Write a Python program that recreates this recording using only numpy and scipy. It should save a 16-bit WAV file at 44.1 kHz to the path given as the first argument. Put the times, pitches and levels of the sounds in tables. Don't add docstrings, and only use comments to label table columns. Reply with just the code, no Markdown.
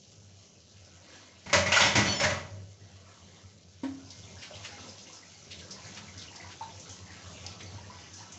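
import sys
import numpy as np
from scipy import signal
from scipy.fft import rfft, irfft, next_fast_len
from scipy.io import wavfile

SR = 44100
rng = np.random.default_rng(int(sys.argv[2]) if len(sys.argv) > 2 else 0)


def int16_out(signal):
    q = np.round(np.clip(np.atleast_2d(signal).T, -1, 1) * 32767)
    wavfile.write(sys.argv[1], SR, q.astype(np.int16))


N = 369558

# (time [s], level [dB])
SIMMER = [(0, -17.5), (.6, -18), (1.17, -1), (1.4, -9.5), (2.78, -15.5), (3.1, -5), (3.4, -9), (3.62, -18),
          (4.15, -8.5), (4.5, -2), (4.88, 2), (5.38, -10), (5.55, -7.5), (5.95, 3.5), (6.9, -2.5),
          (7.55, 0.5), (8.38, -3)]


def amp(db):
    return 10 ** (np.asarray(db) / 20)


def unit_rms(x):
    return x / np.sqrt(np.mean(x ** 2) + 1e-20)


def curve_at(points, hz):
    f, value = np.transpose(points)
    return np.interp(np.log(hz + 1), np.log(f + 1), value)


def hump(hz, centre_hz, octaves):
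    return np.exp(-.5 * (np.log2((hz + 1) / centre_hz) / octaves) ** 2)


def fader(curve, share=1):
    return amp(share * np.interp(np.arange(N) / SR, *np.transpose(curve)))


def envelope(t, rise_s, t60):
    return (1 - np.exp(-t / rise_s)) * amp(-60 * t / t60)


def add(mix, s, sound):
    part = mix[round(s * SR):][:len(sound)]
    part += sound[:len(part)]


def colour(x, db_at):
    size = next_fast_len(len(x))
    gain = amp(db_at(np.fft.rfftfreq(size, 1 / SR)))
    return unit_rms(irfft(rfft(x, size) * gain, size)[:len(x)])


def drift(hz, size=N):
    at = np.arange(size) * hz / SR
    return unit_rms(np.interp(at, np.arange(4096), rng.standard_normal(4096)))


def clicks(per_s, spread_db, size=N):
    heights = amp(spread_db * np.minimum(rng.exponential(1, size), 4))
    return heights * rng.choice([-1., 1.], size) * (rng.random(size) < per_s / SR)


def kitchen(x, wet_db):
    # (frequency [Hz], t60 [s])
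    decay = [(100, 1), (500, 0.65), (2000, 0.38), (8000, 0.3)]
    hz, t, noise = signal.stft(rng.standard_normal(SR), SR, nperseg=256)
    tail = signal.istft(noise * amp(-60 * t / curve_at(decay, hz)[:, None]), SR, nperseg=256)[1]
    tail[:130] = 0
    wet = signal.fftconvolve(x, tail / np.linalg.norm(tail))[:N]
    return (x + amp(wet_db) * wet) / np.hypot(1, amp(wet_db))


def corner(x, depth):
    # (frequency [Hz], width [Hz], lift at depth 1 [dB])
    modes = [(127, 10, 6), (168, 18, 5), (202, 12, 6), (268, 10, 2), (313, 12, 6), (398, 14, 5),
             (566, 18, 6), (623, 14, 7), (728, 14, 6), (895, 22, 5), (960, 22, 5), (1110, 40, 2),
             (1307, 12, 7), (1508, 28, 6), (1628, 12, 6), (1977, 16, 7), (2112, 24, 6), (2160, 36, 4),
             (2350, 24, 3), (2570, 50, 3), (2903, 16, 5), (3500, 50, 2)]
    t = np.arange(SR // 3) / SR
    ring = np.zeros(len(t))
    for hz, width, db in modes:
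        gain = (amp(db * depth) - 1) * 2 * np.pi * width / SR
        ring += gain * np.exp(-np.pi * width * t) * np.cos(2 * np.pi * hz * t)
    return x + signal.fftconvolve(x, ring)[:N]


def flame(hum_hz=95, hum_db=-2, flutter_db=3, surge_db=.5, roar_db=-7, roar_flutter_db=2, follow=.62):
    # (time [s], level [dB])
    rumble = [(0, -58.5), (1.3, -62), (3.2, -55), (3.7, -59.5), (4.1, -48.5), (4.95, -55), (5.27, -63.5),
              (5.52, -50), (6.9, -52.5), (7.6, -44), (8.38, -56)]
    # (frequency [Hz], level [dB])
    spectrum = [(20, -24), (45, -8.5), (68, -12), (95, -15), (125, -1), (185, 2), (270, -9.5), (420, -6.5),
                (650, -11), (1000, -30), (3000, -62.5)]
    strength = fader(rumble)
    usual = np.median(strength)
    hum = colour(rng.standard_normal(N), lambda hz: 20 * np.log10(hump(hz, hum_hz, octaves=.14) + 1e-9))
    hum = unit_rms(hum * amp(flutter_db * drift(22) + surge_db * drift(5.5)))
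    roar = colour(rng.standard_normal(N), lambda hz: curve_at(spectrum, hz))
    roar *= amp(roar_flutter_db * drift(16))
    return amp(hum_db) * hum * strength + amp(roar_db) * roar * usual * (strength / usual) ** follow


def heat(follow=.14):
    # (time [s], level [dB])
    rim = [(0, -57.5), (1.2, -59), (3.7, -60.5), (4.2, -54), (8.38, -56)]
    return fader(rim) * fader(SIMMER, follow)


def fizz(level_db=-.45, flicker_db=2):
    # (frequency [Hz], level [dB])
    spectrum = [(500, -10.5), (1850, -16), (2900, -4), (3600, -4.5), (4200, -2), (5100, -1), (5600, 1.5),
                (6300, 3), (7000, -2.5), (7500, -4.5), (8300, -36)]
    crackle = kitchen(clicks(per_s=3000, spread_db=4), wet_db=-3)
    bands = np.zeros(N)
    for centre_hz in np.arange(500, 9000, 900):
        band = colour(crackle, lambda hz: -((hz - centre_hz) / 250) ** 2)
        bands += band * amp(flicker_db * drift(22))
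    return amp(level_db) * colour(bands, lambda hz: curve_at(spectrum, hz)) * heat()


def bubble(hz, t60, glide=.064, swell_cycles=1.76):
    length_s = max(t60, .002)
    age = np.arange(0, length_s, 1 / SR) / length_s
    turns = hz * t60 * age * (1 + glide * age)
    return np.sin(2 * np.pi * turns) * amp(-60 * age) * (1 - np.exp(-turns / swell_cycles))


def bubbling(level_db=-53.5, ring_cycles=16, clump_db=6, surge_db=1.36, follow=.95):
    # (frequency [Hz], level [dB])
    spectrum = [(110, -16), (165, 4.5), (250, -1), (420, -1.5), (620, 0), (900, -1), (1500, -2.5),
                (2200, -2.5), (3200, -4), (5000, -7), (8000, -14)]
    out = np.zeros(N)
    for hz in np.geomspace(160, 7000, 32):
        ring = bubble(hz, ring_cycles / hz)
        pops = clicks(per_s=30 * (hz / 1000) ** .4, spread_db=2) * amp(clump_db * np.tanh(drift(14)))
        out += signal.oaconvolve(unit_rms(pops), ring / np.linalg.norm(ring))[:N] * np.sqrt(hz)
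    out *= amp(surge_db * drift(9))
    bed = colour(kitchen(out, wet_db=1.5), lambda hz: curve_at(spectrum, hz))
    return amp(level_db) * bed * fader(SIMMER, follow)


def spray_db(hz, centre_hz, octaves, skirt_db, top_hz=7820):
    return skirt_db * hump(hz, centre_hz, octaves) - 20 * np.log10(1 + (hz / top_hz) ** 14)


def spits(count=90, level_db=3, spread_db=8, low_hz=1300, high_hz=7000, follow=.3):
    out, t = np.zeros(N), np.arange(SR // 5) / SR
    burst = envelope(t, rise_s=.0034, t60=.14)
    for slot, (when, pitch, size) in enumerate(rng.random((count, 3))):
        centre_hz = low_hz + (high_hz - low_hz) * pitch
        noise = rng.standard_normal(len(t))
        spray = colour(noise, lambda hz: spray_db(hz, centre_hz, octaves=.14, skirt_db=27))
        add(out, (slot + when) / count * N / SR, amp(spread_db * (size - .5)) * spray * burst)
    frying = heat()
    vigour = fader(SIMMER, follow) * frying ** 2 / frying.mean()
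    return amp(level_db) * kitchen(out, wet_db=-4.5) * vigour


def drawer(level_db=-1, thud_hz=350, panel_lift_db=8.5, neutral_db=-19.5, tilt_per_db=.06):
    # (time [s], level [dB], rattle t60 [s], lift of the thud [dB], pitch of the struck panel [Hz])
    jolts = [(1.46, -39, 0.41, 10.5, 800), (1.494, -39, 0.95, -8, 2100), (1.529, -16.5, 0.35, -1, 594),
             (1.661, -26.5, 0.5, 4, 2120), (1.719, -18.5, 0.38, -23, 2800), (1.76, -19.5, 0.45, -22, 1430),
             (1.805, -19.5, 0.52, -1.5, 3350), (1.85, -23, 0.28, 1, 2050), (1.953, -19, 0.45, 5.5, 303),
             (2.055, -29.5, 0.79, 8, 3250), (2.198, -26, 0.54, -4, 580), (2.235, -21, .24, -0.5, 1710),
             (2.3, -29, .28, 3.5, 1150)]
    # (frequency [Hz], level [dB])
    steel = [(29, -47.5), (50, -44), (66, -30), (85, 4), (234, -7.5), (316, -8.5), (427, -7.5), (614, -0.5),
             (669, -5.5), (923, -1.5), (1050, -3), (1720, -3.5), (2130, -0.5), (3340, -7.5), (6780, -6.5),
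             (8400, -28.5), (10900, -60.5), (18500, -120)]
    rattle, t = np.zeros(N), np.arange(SR * 3 // 4) / SR
    for s, db, t60, thud_db, panel_hz in jolts:
        def tone_db(hz):
            thud = thud_db / (1 + (hz / thud_hz) ** 4)
            tilt = tilt_per_db * (db - neutral_db) * np.log2(1 + hz / 500)
            panel = panel_lift_db * hump(hz, panel_hz, octaves=.15)
            return curve_at(steel, hz) + thud + tilt + panel
        impacts = colour(clicks(per_s=7000, spread_db=1.6, size=len(t)), tone_db)
        add(rattle, s, amp(db) * impacts * envelope(t, rise_s=.0015, t60=t60))
    return amp(level_db) * kitchen(rattle, wet_db=-7)


def cabinet():
    # (time [s], level [dB], pitch [Hz])
    booms = [(1.531, -26, 91.9), (2.238, -31, 92.2), (2.507, -34.5, 98.5)]
    out, t = np.zeros(N), np.arange(SR) / SR
    for s, db, hz in booms:
        add(out, s, amp(db) * np.sin(2 * np.pi * hz * t) * envelope(t, rise_s=.018, t60=.78))
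    return out


def runner(waver=.0077, rough_db=3):
    # (time of the middle [s], length [s], pitch [Hz], level [dB])
    squeals = [(1.865, .07, 5320, -34.5), (2.112, .12, 4435, -35.5), (2.1, .14, 5940, -39),
               (2.14, .1, 3115, -42), (2.195, .14, 5315, -38.5), (2.19, .21, 7020, -46)]
    out = np.zeros(N)
    for s, length, hz, db in squeals:
        size = int(length * SR)
        pitch_hz = hz * (1 + waver * drift(700, size))
        tone = unit_rms(np.sin(2 * np.pi * np.cumsum(pitch_hz) / SR))
        gain = amp(db + rough_db * drift(300, size)) * signal.windows.tukey(size, .7)
        add(out, s - length / 2, gain * tone)
    return kitchen(out, wet_db=-11)


def knock(at_s=3.833, ring_db=-27.5, tap_db=-40, low_hz=200, dull_hz=800, rise_s=.0024):
    # (frequency [Hz], level [dB], t60 [s])
    vessel = [(269.7, 0.5, 0.5), (303.5, -8, 0.44), (552, -13, 0.13), (940, -13, 0.16), (1776, -26, 0.27)]
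    note, blow, t = np.zeros(N), np.zeros(N), np.arange(SR) / SR
    ring = sum(amp(db) * envelope(t, rise_s, t60) * np.sin(2 * np.pi * hz * t) for hz, db, t60 in vessel)
    tap = colour(rng.standard_normal(SR),
                 lambda hz: -10 * np.log10((1 + (hz / dull_hz) ** 2) * (1 + (low_hz / (hz + 1)) ** 4)))
    add(note, at_s, amp(ring_db) * ring)
    add(blow, at_s, amp(tap_db) * tap * envelope(t, rise_s, t60=.2))
    return note + kitchen(blow, wet_db=-5)


def spurts(level_db=-9, middling_hz=4060, low_hz=700, lead_s=.1):
    # (time of the peak [s], level [dB], pitch [Hz], t60 [s])
    bursts = [(4.106, -32.5, 4800, .1), (4.428, -32, 2750, .2), (4.555, -37, 3570, 0.12),
              (4.652, -31.5, 2430, 0.22), (5.131, -39, 6040, 0.34), (5.514, -32, 3260, 0.19),
              (5.594, -37, 3460, 0.16), (5.709, -30, 5300, 0.17), (5.851, -37.5, 4930, 0.065),
              (5.975, -33.5, 2620, .16), (6.178, -36, 5500, 0.26), (6.219, -35, 3860, 0.16),
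              (6.358, -34, 5000, 0.14), (6.52, -37, 2500, 0.14), (6.799, -37, 6250, 0.17),
              (6.894, -34.5, 6240, 0.3), (7.465, -24.5, 5340, 0.032), (7.608, -35, 3060, 0.11),
              (8.135, -38, 5860, 0.61), (8.322, -37, 6300, 0.22)]
    out, t = np.zeros(N), np.arange(SR // 2) / SR - lead_s
    for s, db, centre_hz, t60 in bursts:
        bigness = middling_hz / centre_hz
        swell_s, octaves = .0029 * bigness ** 2.7, .69 * bigness ** 1.7
        def tone_db(hz):
            return spray_db(hz, centre_hz, octaves, skirt_db=23) - 20 * np.log10(1 + low_hz / (hz + 1))
        spray = colour(clicks(per_s=3500, spread_db=1.53, size=len(t)), tone_db)
        swell_and_fade = np.exp(np.minimum(t / swell_s, -np.log(1000) * t / t60))
        add(out, s - lead_s, amp(db + level_db) * spray * swell_and_fade)
    return kitchen(out, wet_db=-6)


def plops(note_db=4, ring_cycles=47, splash_db=-13, rise_s=.005):
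    # (time [s], level [dB], pitch [Hz])
    big_bubbles = [(4.508, -41, 596), (6.445, -42, 953), (6.61, -29, 871), (6.621, -35, 885),
                   (7.782, -41.5, 925), (7.899, -39, 985), (8.206, -42, 926)]
    out, t = np.zeros(N), np.arange(SR // 5) / SR
    for s, db, pitch_hz in big_bubbles:
        spatter = clicks(per_s=3000, spread_db=2.4, size=len(t))
        splash = colour(spatter, lambda hz: 24 * hump(hz, pitch_hz, octaves=.84))
        add(out, s, amp(db + note_db) * bubble(pitch_hz, ring_cycles / pitch_hz))
        add(out, s - rise_s, amp(db + splash_db) * splash * envelope(t, rise_s, t60=.17))
    return kitchen(out, wet_db=-6)


def scene():
    stove = corner(flame() + fizz() + bubbling(), depth=.68) + spurts() + spits() + plops()
    return (stove + corner(drawer(), depth=1.02) + cabinet() + runner() + knock())[None]


def record(dry, low_hz=42, top_hz=8120):
    thin = signal.sosfilt(signal.butter(2, low_hz, "high", fs=SR, output="sos"), dry)
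    lowpass = signal.firwin(161, top_hz, window=("kaiser", 9), fs=SR)
    return signal.oaconvolve(thin, lowpass[None], "same")


dry = scene()
out = record(dry)
int16_out(out)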